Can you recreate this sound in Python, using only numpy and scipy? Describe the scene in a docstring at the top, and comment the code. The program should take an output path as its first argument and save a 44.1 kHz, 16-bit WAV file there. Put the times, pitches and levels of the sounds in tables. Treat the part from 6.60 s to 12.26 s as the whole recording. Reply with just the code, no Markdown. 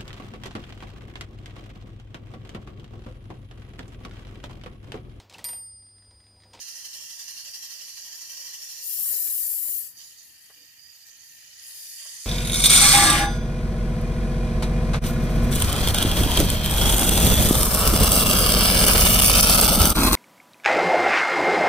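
"""A model steam engine ticks over on a garden table, above a low outdoor rumble: each piston stroke
releases a turbulent puff, coloured by the resonances of the exhaust pipe and copper chimney. At 2.2 s
a jet of wet steam bursts from the cylinder on the left, spray patters down and the engine stalls.
From 3.3 s steam seeps and sputters through condensed water, and a pinhole fizzes. A soft knock rings
the table at 3.9 s, followed by a faint hum. At 5 s a leak swells into a second hiss; one more knock falls."""
import sys
import numpy as np
from scipy import signal
from scipy.fft import rfft, irfft, next_fast_len
from scipy.io import wavfile
from scipy.ndimage import uniform_filter1d, map_coordinates

SR = 44100
rng = np.random.default_rng(int(sys.argv[2]) if len(sys.argv) > 2 else 0)


def store_pcm(level_fs):
    """Save levels as 16-bit WAV."""
    pcm = np.round(np.clip(level_fs, -1, 1) * 32767).astype(np.int16)
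    wavfile.write(sys.argv[1], SR, np.atleast_2d(pcm).T)


N = 249606
STALL_S, JET_END_S = 2.3, 3.351


def amp(db):
    """Amplitude ratio of a level in decibels."""
    return 10 ** (np.asarray(db) / 20)


def unit(x):
    """Normalisation to rms 1."""
    return x / np.sqrt(np.mean(x ** 2) + 1e-20)


def since(start):
    """Seconds elapsed since start, zero before it."""
    return np.maximum(np.arange(N) / SR - start, 0)


def ramp(start, length):
    """Linear rise from 0 to 1, beginning at start."""
    return np.minimum(since(start) / length, 1)


def between(start, end, fade):
    """Gate with equal-power fades centred on start and end."""
    t = np.arange(N) / SR
    return np.sqrt(np.clip(np.minimum(t - start, end - t) / fade + .5, 0, 1))


def along(points, hz, column=1):
    """Interpolation of a spectrum table on a logarithmic frequency axis."""
    table = np.transpose(points)
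    return np.interp(np.log(hz + 1), np.log(table[0] + 1), table[column])


def curves(rows):
    """Linear interpolation in time: one curve for each column after the first."""
    times, *columns = np.transpose(rows)
    return [np.interp(np.arange(N) / SR, times, column) for column in columns]


def wobble(rate):
    """Smooth random modulation: a spline through rate Gaussian knots a second."""
    knots = rng.standard_normal(int(N * rate / SR) + 4)
    coarse = np.arange(0, N + 8, 8)
    return np.interp(np.arange(N), coarse, map_coordinates(knots, [coarse * rate / SR]))


def add(track, s, sound):
    """Superposition of a sound on a track from time s."""
    start = max(round(s * SR), 0)
    track[start:start + len(sound)] += sound[:N - start]


def gusts(rows, attack):
    """Envelope of brief releases: each opens quickly, then decays as its pressure is spent."""
    t, flow = np.arange(SR) / SR, np.zeros(N)
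    for s, db, life in rows:
        add(flow, s, amp(db) * (1 - np.exp(-t / attack)) * np.exp(-(t / life) ** 2))
    return flow


def filtered(x, response):
    """Linear filtering: the spectrum is multiplied by a frequency response."""
    size = next_fast_len(N + SR // 2)
    return irfft(rfft(x, size) * response(np.fft.rfftfreq(size, 1 / SR)), size)[..., :N]


def brighten(x, tilt_db, pivot_hz):
    """Spectral tilt: the band above the pivot gains tilt_db and the band below loses as much."""
    high = filtered(x, lambda hz: np.clip(np.log2((hz + 1) / pivot_hz) / 2 + .5, 0, 1))
    return high * amp(tilt_db) + (x - high) * amp(-tilt_db)


# reflections off boiler, table and railing: (left base delay [s], right base delay [s], relative level [dB])
REFLECTIONS = [(.0013, 0.0012, 0.5), (.0029, 0.0017, 10), (.0041, 0.0039, -1), (.0068, 0.0042, 10.5)]
def comb(hz, echo_db, reach):
    """Comb filtering: direct sound interferes with short echoes, whose paths are scaled by reach."""
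    echoes = sum(amp(echo_db + db) * np.exp(-2j * np.pi * hz * reach * np.array([[left], [right]]))
                 for left, right, db in REFLECTIONS)
    # small round surfaces reflect little bass and scatter the treble
    return 1 + echoes * hz / (hz + 1500) / (1 + (hz / 11000) ** 2)


# likeness of left and right: (frequency [Hz], correlation [ratio])
COHERENCE = [(30, 0.49), (70, 0.88), (300, 0.73), (800, 0.74), (1900, 0.68), (3600, 0.62), (5800, 0.56),
             (8000, 0.38), (15000, 0.39)]
def hiss(spectrum, echo_db, grain_db, reach=1, lag=.00006):
    """Turbulent noise of mid rms 1, partly coherent and grainy with droplets; the left is lag s late."""
    size = next_fast_len(N + 2048, True)
    hz = np.fft.rfftfreq(size, 1 / SR)
    grid = hz[::32]
    grainy = rng.standard_normal((2, N)) * amp(grain_db * wobble(900))
    mid, side = rfft(grainy.astype(np.float32), size)
    spread = np.arccos(np.clip(along(COHERENCE, grid), -1, 1)) / 2
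    mid = mid * np.interp(hz, grid, np.cos(spread))
    side = side * np.interp(hz, grid, np.sin(spread))
    left, right = amp([along(spectrum, grid, 1), along(spectrum, grid, 2)]) * comb(grid, echo_db, reach)
    left = left * np.exp(-2j * np.pi * grid * lag)
    spectra = np.array([(mid + side) * np.interp(hz, grid, left),
                        (mid - side) * np.interp(hz, grid, right)])
    ears = irfft(spectra, size)[:, :N]
    return ears / np.std(ears.mean(axis=0))


def whistle(centre_hz, width_hz, pan_db):
    """Narrow-band noise of mid rms 1: turbulence drives one resonance. Positive pan_db is to the left."""
    noise = rng.standard_normal((2, 2, N)) + rng.standard_normal((2, 1, N))  # half common to both sides
    in_phase, quadrature = filtered(noise, lambda hz: 1 / (1 + (hz / width_hz) ** 3))
    lag_s = np.array([[.00005], [0]])
    phase = 2 * np.pi * (np.cumsum(centre_hz * np.ones(N)) / SR - centre_hz * lag_s)
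    ears = (in_phase * np.cos(phase) + quadrature * np.sin(phase)) * amp([[pan_db / 2], [-pan_db / 2]])
    return ears / np.std(ears.mean(axis=0))


def reflected(pair, echo_db, delay, drift, sway_per_s):
    """An echo whose delay wanders by about drift seconds; its interference shifts a hiss's colour."""
    clock = np.arange(N)
    treble = filtered(pair, lambda hz: hz / (hz + 1500))
    echoes = [np.interp(clock - (delay + drift * wobble(sway_per_s)) * SR, clock, ear) for ear in treble]
    return amp(echo_db) * np.array(echoes)


def eddies(x, depth_db):
    """Turbulent modulation: patches of the spectrum swell and sink, each for a moment."""
    spectrogram = signal.stft(x, nperseg=512)[2]
    patches = uniform_filter1d(rng.standard_normal(spectrogram.shape), size=2, axis=1)
    patches = uniform_filter1d(patches, size=24, axis=2)
    gain = unit(amp(depth_db * np.minimum(unit(patches), 1)))
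    return signal.istft(spectrogram * gain, nperseg=512)[1][:, :N]


# one puff for each piston stroke: (time [s], relative level [dB], decay time [s])
STROKES = [(-.005, -36, 0.041), (.068, -38, 0.059), (.152, -36, 0.062), (.24, -34, 0.04),
           (.328, -36.5, 0.088), (.406, -40.5, 0.077), (.495, -36, 0.051), (.588, -35.5, 0.058),
           (.674, -37, 0.079), (.761, -36.5, 0.066), (.845, -35, 0.06), (.934, -36, 0.056),
           (1.02, -34, .055), (1.099, -38.5, 0.09), (1.19, -39, 0.054), (1.276, -37, 0.032),
           (1.364, -35.5, 0.049), (1.443, -39, 0.074), (1.52, -39.5, 0.068), (1.606, -36, 0.037),
           (1.692, -37.5, 0.086), (1.766, -38, 0.11), (1.845, -40, 0.062), (1.93, -37.5, 0.043),
           (2.014, -38, 0.055), (2.088, -39, 0.067), (2.172, -38.5, 0.044)]
# exhaust pipe resonances: (frequency [Hz], width [Hz], relative level [dB], left over right [dB])
EXHAUST_MODES = [(4800, 130, -10, -15), (5480, 96, -19, 7), (5960, 76, -17, -17), (7040, 82, -22, -10)]
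# spectra of chimney, exhaust and piston gland: (frequency [Hz], left level [dB], right level [dB])
CHIMNEY_SPECTRUM = [(100, -40, -38), (284, -18.5, -16.5), (377, -29, -28.5), (570, -15.0, -16.5),
                    (766, -21, -19.5), (1130, -15.0, -12), (1310, -29, -24.5), (1350, -25, -11),
                    (1430, -22, -27.5), (1590, -10.5, -8.5), (1740, -6.5, -12), (1980, -3, -6),
                    (2115, -17.0, -13.5), (2380, -10, -16), (2750, -10, -2), (3050, 0.0, -2.0),
                    (3150, -8.5, -0.5), (3500, -4, -17), (4430, -45, -49.0)]
EXHAUST_SPECTRUM = [(2970, -61, -47), (3810, -25.5, -21.0), (4140, -27, -6.5), (4720, -25.0, -7),
                    (5360, -8.5, -6.5), (5770, -3, -2.5), (5640, -14, -11.5), (6200, -11.0, -0.5),
                    (6450, -20.0, -18), (6560, -21, -4.5), (6730, -29, -2), (6740, -18, -15),
                    (7160, -22, -2.5), (7470, -27.5, -17.5), (7800, -17, -13), (9600, -37, -46)]
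GLAND_SPECTRUM = [(7300, -44, -45.0), (8330, -6.5, -18), (8730, -9.0, -25), (9260, -0.5, -18),
                  (9300, -4, -30), (10200, -6, -16), (10340, 0.5, -13.5), (10540, -4.5, -23),
                  (11600, -6.5, -24.5), (13250, -2.5, -6), (13900, -7, -18), (13700, -13, -23.5),
                  (14600, -0.5, -18.5), (15120, -14, -27), (15600, -21, -22)]
def engine():
    """Pulsed flow: each stroke excites chimney and exhaust and leaks at the gland, over steady blow-by."""
    puff = gusts(STROKES, attack=0.005) * amp(1.5 * wobble(70))  # the valve flutters within each puff

    def flow(steady_db, puff_db):
        """Blow-by and puffs add in power."""
        return np.hypot(amp(steady_db) * between(-1, STALL_S, fade=0.25), amp(puff_db) * puff)

    chimney = hiss(CHIMNEY_SPECTRUM, echo_db=-14, grain_db=1.1, reach=1.3)
    modes = sum(amp(db) * whistle(hz, width, pan) for hz, width, db, pan in EXHAUST_MODES)
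    exhaust = modes + hiss(EXHAUST_SPECTRUM, echo_db=-12, grain_db=0.9, reach=1.1)
    gland = hiss(GLAND_SPECTRUM, echo_db=-3, grain_db=0.7, reach=.8, lag=0.000254)
    gland = brighten(gland, tilt_db=-4.5 + 4.5 * since(0), pivot_hz=10000)  # sharpens as the engine runs
    return (flow(steady_db=-56, puff_db=-17) * chimney
            + flow(steady_db=-46.5, puff_db=-7.5) * exhaust
            + flow(steady_db=-51.5, puff_db=-13.5) * gland)


# course of the outdoor rumble: (time [s], level [dB])
RUMBLE_LEVEL = [(0, -77.5), (.5, -74), (1.2, -76.5), (1.7, -77), (2.2, -81), (2.6, -72), (2.72, -71),
                (2.84, -67.5), (2.95, -70.5), (3.8, -78), (4.4, -76.5), (4.75, -76.5), (5.4, -78)]
# its spectrum: (frequency [Hz], left level [dB], right level [dB])
RUMBLE_SPECTRUM = [(20, -22, -26), (45, -10, -1), (82, 4.5, 2), (129, 0, 5), (181, -5, -6), (274, -4, -5),
                   (467, -13.5, -18), (1100, -16, -34), (4000, -69, -44)]
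def garden():
    """Ambient noise: a low outdoor rumble of slowly fluctuating level."""
    rumble_db, = curves(RUMBLE_LEVEL)
    return amp(rumble_db + 1.9 * wobble(15)) * hiss(RUMBLE_SPECTRUM, echo_db=-23, grain_db=-2)


# spectrum of the idle chimney: (frequency [Hz], left level [dB], right level [dB])
IDLE_SPECTRUM = [(150, -66.5, -59), (534, -23, -22.5), (1430, -25, -20), (1570, -15, -17.5),
                 (1664, -8.5, -13), (1872, -1, -9), (2205, -15.5, -11), (2360, -13, -12.5),
                 (2430, -6.5, -7.5), (2850, -16.5, -7.5), (2987, 1, -4), (3200, -22, -6.5),
                 (3430, -13.5, -18.5), (4400, -42.0, -45)]
def run_down():
    """Exponential decay: as the jet robs the engine of steam, the flow holds briefly, then dies away."""
    hold_s, decay_db_per_s = 0.2, 13
    flow = amp(-decay_db_per_s * since(STALL_S + hold_s))
    chimney = amp(-58.5) * flow * hiss(CHIMNEY_SPECTRUM, echo_db=-9, grain_db=2.5, reach=1.3)
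    chimney = chimney + amp(-63) * hiss(IDLE_SPECTRUM, echo_db=-11, grain_db=4, reach=1.3)
    exhaust = amp(-48.5 + 2.6 * wobble(24.64)) * flow
    exhaust = exhaust * hiss(EXHAUST_SPECTRUM, echo_db=-4, grain_db=1.5, reach=1.4)
    return chimney * between(STALL_S, 3.28, fade=0.05) + exhaust * between(2.1, 2.86, fade=0.14)


# spectra of the jet and its landing spray: (frequency [Hz], left level [dB], right level [dB])
JET_SPECTRUM = [(2280, -43, -48), (4000, -28, -27.5), (5000, -27, -19.5), (5700, -21, -19),
                (6330, -28.0, -18.5), (6696, -25, -16), (6850, -18, -10.5), (9070, -13, -12.5),
                (9200, -7.5, -9), (10450, -7.0, -21), (11300, -4.5, -14.5), (12800, 0, -15.0),
                (13820, -9, -9), (14600, 0.5, -14.5), (15200, -10, -11), (15500, -0.5, -9)]
SPRAY_SPECTRUM = [(30, -22, -20), (100, -25, -2), (230, -19, 1.5), (370, -10, 4.5), (696, -23, 0),
                  (1420, -4, 1.5), (3120, -1, -3), (6000, -35, -13.5)]
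# larger gobs of water in the spray: (time [s], level [dB], decay time [s])
GOBS = [(2.455, -66, .025), (2.672, -54.5, 0.027), (3.075, -60, 0.036)]
def burst():
    """Jet noise: steam leaves the cylinder, brighter the wider the gap; its spray strikes the table."""
    start_s, crack_s, widen_s, shut_s = 2.181, 0.097, 0.29, 0.18
    opening = ramp(start_s, crack_s) ** 2 * (1 - ramp(JET_END_S - shut_s, shut_s)) ** 1.9
    opening = opening * amp(-6.5 * (1 - ramp(start_s, widen_s)))
    jet_db = -23.5 - 3 * since(start_s + widen_s) + 0.22 * wobble(60)  # sags as the pressure falls
    jet = hiss(JET_SPECTRUM, echo_db=-9.5, grain_db=0.3, reach=1.5, lag=0.000181)
    # the plume wavers beside the flywheel
    jet = jet + reflected(jet, echo_db=-8.5, delay=.0011, drift=.00008, sway_per_s=3.5)
    jet = opening * amp(jet_db) * brighten(jet, tilt_db=3 - 12.5 * (1 - opening) ** 2, pivot_hz=12800)
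    land_s, rise_s, thinning_db_per_s = 2.32, 0.16, 12
    spray_db = -58.5 - thinning_db_per_s * since(land_s + rise_s) + 0.72 * wobble(40)
    spray = np.hypot(amp(spray_db) * ramp(land_s, rise_s), gusts(GOBS, attack=0.0018))
    spray = spray * hiss(SPRAY_SPECTRUM, echo_db=-19, grain_db=4, lag=0.00055)
    drips = amp(-4) * (1 - ramp(JET_END_S, 1))  # some spray still lands after the jet is shut
    return jet + spray * np.maximum(np.sqrt(opening), drips)


# flares of the exhaust pipe's note, and soft swells in the chimney: (time [s], level [dB], decay time [s])
PIPE_FLARES = [(3.1, -62, .3), (3.36, -54, 0.07), (3.56, -52, .06), (4.165, -54, 0.44), (5.19, -50, .35)]
SWELLS = [(3.375, -50, .055), (3.93, -60.5, 0.1), (4.97, -59.5, 0.48), (5.36, -55, 0.31)]
# spurts of wet steam: (time [s], relative level [dB], decay time [s], pinhole fizz level [dB])
SPURTS = [(3.36, -54, 0.2, -52.5), (3.575, -55, 0.046, -58), (3.622, -67, 0.12, -55.5),
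          (3.8, -72, 0.066, -56.5), (4.46, -53, 0.046, -51.5)]
# spectrum of the seeping steam: (frequency [Hz], left level [dB], right level [dB])
SEEP_SPECTRUM = [(3100, -36, -40), (3670, -17, -9), (3890, -17.5, -24), (4400, -6, -6.5),
                 (4450, -20, -10.5), (4950, -26, -2), (5270, -8, -20), (5630, -18, -1), (5710, -11.5, -9.5),
                 (5770, -11, -12), (5980, -15, -3.5), (6900, -13.0, -5.5), (6930, -44, -3), (7350, -17, -8),
                 (9150, -46.0, -28)]
def seepage():
    """Flow-driven resonance: steam sputters through condensed water in the pipe, louder with pressure."""
    pressure_db = 9.5 * since(4.113)  # builds again behind the stalled piston
    sputter = wobble(130)
    spurt = gusts([(s, db, life) for s, db, life, _ in SPURTS], attack=0.021)
    chimney = np.hypot(amp(-63 + 0.45 * pressure_db), amp(-20) * spurt) * amp(sputter)
    chimney = chimney * hiss(IDLE_SPECTRUM, echo_db=-11.5, grain_db=-1.5, reach=1.3)
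    seep = np.hypot(amp(-60 + pressure_db), amp(4) * spurt) * amp(.5 * sputter)
    seep = seep * hiss(SEEP_SPECTRUM, echo_db=-3.5, grain_db=1.5, reach=0.96)
    note = np.hypot(amp(-62.5 + 0.47 * pressure_db), gusts(PIPE_FLARES, attack=0.0097))
    note = note * amp(0.4 * sputter) * whistle(centre_hz=4805, width_hz=113, pan_db=-20)
    spits = amp(-5) * spurt * hiss(EXHAUST_SPECTRUM, echo_db=-13, grain_db=-2, reach=1.7)
    swells = gusts(SWELLS, attack=0.04) * hiss(CHIMNEY_SPECTRUM, echo_db=3, grain_db=-2, reach=3)
    return ((chimney + seep) * between(3.327, 7, fade=0.1)
            + note * between(STALL_S, 7, fade=.2) + spits + swells)


# spectrum of the pinhole's fizz: (frequency [Hz], left level [dB], right level [dB])
FIZZ_SPECTRUM = [(6300, -24, -32), (7840, -8.5, -12.5), (8500, -10, -2.5), (8700, -17, -20),
                 (9000, -5.5, -14), (9950, -4.5, -17), (10380, -3, -17), (12920, 0.5, -7),
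                 (13390, -4, -5.0), (14800, -5, -11.0), (14810, -15, -17), (15100, -4.5, -9.5)]
# droplets popping in the hole: (time [s], level [dB], decay time [s])
DROPLET_POPS = [(3.792, -49, 0.0023), (3.843, -48, .002), (4.466, -46, .003), (4.997, -48, .002),
                (5.078, -47, .002)]
# its note, sinking as the hole clears: (time [s], frequency [Hz], level [dB])
PINHOLE_NOTE = [(3.3, 11100, -67.5), (3.42, 10800, -59), (3.7, 11100, -64), (4.1, 11240, -77),
                (4.55, 11100, -69), (4.72, 10970, -59.5), (4.95, 10630, -62), (5.1, 10670, -52.5),
                (5.4, 10620, -53)]
def pinhole():
    """Orifice noise: wet steam fizzes, pops and whistles through a pinhole, its colour wandering."""
    spurt = gusts([(s, fizz_db, life) for s, _, life, fizz_db in SPURTS], attack=0.012)
    steady = amp(-58.5 + 0.5 * since(JET_END_S) + 1.1 * wobble(6.37))
    flow = np.hypot(steady, spurt) * amp(0.46 * wobble(92))
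    flow = np.hypot(flow, gusts(DROPLET_POPS, attack=.0003))
    fizz = hiss(FIZZ_SPECTRUM, echo_db=-10, grain_db=1.5, reach=0.83, lag=0.00034)
    fizz = flow * brighten(fizz, tilt_db=-5.5 * wobble(4.62), pivot_hz=11400)
    note_hz, note_db = curves(PINHOLE_NOTE)
    note = amp(note_db) * whistle(centre_hz=note_hz, width_hz=220, pan_db=20)
    return (fizz + note) * between(3.27, 5.4, fade=0.1)


# soft blows: (time [s], relative level [dB], bass loss below 1 kHz [dB/octave], attack [s])
BLOWS = [(3.897, -55.5, -7, 0.002), (5.451, -52.5, 18, 0.0075)]
# modes of the table: (frequency [Hz], relative level [dB], time to fall 60 dB [s])
TABLE_MODES = [(447, -3.5, 0.071), (600, -8, 0.099), (806, -1, 0.054), (990, -10, 0.041), (1094, 1, 0.11),
               (1360, -6, 0.086), (1960, 9, 0.054)]
# spectrum of the contact's thud: (frequency [Hz], left level [dB], right level [dB])
THUD_SPECTRUM = [(250, -30, -30), (420, -6, 3), (650, -5, 5), (1100, -5, 2), (1780, 2, 2), (3000, -31, -25)]
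def knocks():
    """Impact excitation: two blows thud and ring the table's damped modes, the first fuller in the bass."""
    gain_db = -6.5
    t, ringing = np.arange(SR // 4) / SR, np.zeros(N)
    for s, db, bass_loss, attack in BLOWS:
        for hz, mode_db, t60 in TABLE_MODES:
            level_db = db + gain_db + mode_db + bass_loss * min(np.log2(hz / 1000), 0) + rng.normal(0, 1.3)
            mode = amp(level_db - 60 * t / t60) * np.sin(2 * np.pi * (hz * t + rng.random()))
            add(ringing, s, mode * (1 - np.exp(-t / attack)))
    contact = gusts([(s, db + gain_db, 0.03) for s, db, _, _ in BLOWS], attack=0.0018)
    return ringing + contact * hiss(THUD_SPECTRUM, echo_db=-12, grain_db=2)


# partials of the hum after the first knock: (frequency [Hz], level [dB])
HUM_PARTIALS = [(291, -70.5), (495, -73)]
def hum():
    """Roughness: two faint tones are modulated quickly and at random in amplitude and phase."""
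    t = np.arange(N) / SR
    tones = sum(amp(db + 2.5 * wobble(110)) * np.sin(2 * np.pi * hz * t + 0.88 * wobble(90))
                for hz, db in HUM_PARTIALS)
    return tones * between(3.968, 4.055, fade=0.021)


# spectra of the leak, thin and widened: (frequency [Hz], left level [dB], right level [dB])
THIN_SPECTRUM = [(4106, -33, -35), (5140, -3, -10.0), (5560, -22, -9), (6570, -8, -4), (7240, -22.0, -6),
                 (7670, -20.0, -15.0), (7760, -10, -8), (12500, 1, -6.5), (13570, -7, -15.0),
                 (14040, -9, -8.0), (14560, -19.5, -11.5), (15290, -6, -7.5)]
WIDE_SPECTRUM = [(3600, -40, -34), (4440, -20, -25), (4700, -5.5, -8), (4820, -15.0, -7), (5250, -7, -5.5),
                 (5500, -16.0, 1), (6290, -15, -21), (7000, -5.5, -2), (10850, 1.5, -7), (11400, -2, -7),
                 (12900, -12.5, -16.0), (13010, -18, -21), (13440, -4, -18.5), (14510, -14, -16),
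                 (15290, -14.5, -9)]
def leak():
    """Jet noise falls in frequency as an aperture grows: a thin, bright leak widens to a duller rush."""
    widening = ramp(start=5.27, length=0.19)
    thin = hiss(THIN_SPECTRUM, echo_db=-10, grain_db=2, reach=1.5, lag=0.000201)
    wide = hiss(WIDE_SPECTRUM, echo_db=-7, grain_db=2.5, reach=1.6, lag=.00007)
    rush = amp(-44.5) * np.sqrt(1 - widening) * thin + amp(-45) * np.sqrt(widening) * wide
    return ramp(start=4.995, length=0.086) * amp(0.22 * wobble(27)) * rush


def scene():
    """Superposition: the eddying steam and its wavering echo add to the knocks, hum and rumble."""
    steam = eddies(engine() + burst() + run_down() + seepage() + pinhole() + leak(), depth_db=3.4)
    echo = reflected(steam, echo_db=-16, delay=.0021, drift=.00007, sway_per_s=2.03)
    return steam + echo + knocks() + hum() + garden()


def record(dry):
    """Band limiting: a steep low-pass filter removes the highest treble."""
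    cutoff_hz, edge_hz = 15560, 200
    return filtered(dry, lambda hz: np.clip((cutoff_hz - hz) / edge_hz + .5, 0, 1) ** 2)


dry = scene()
out = record(dry)
store_pcm(out)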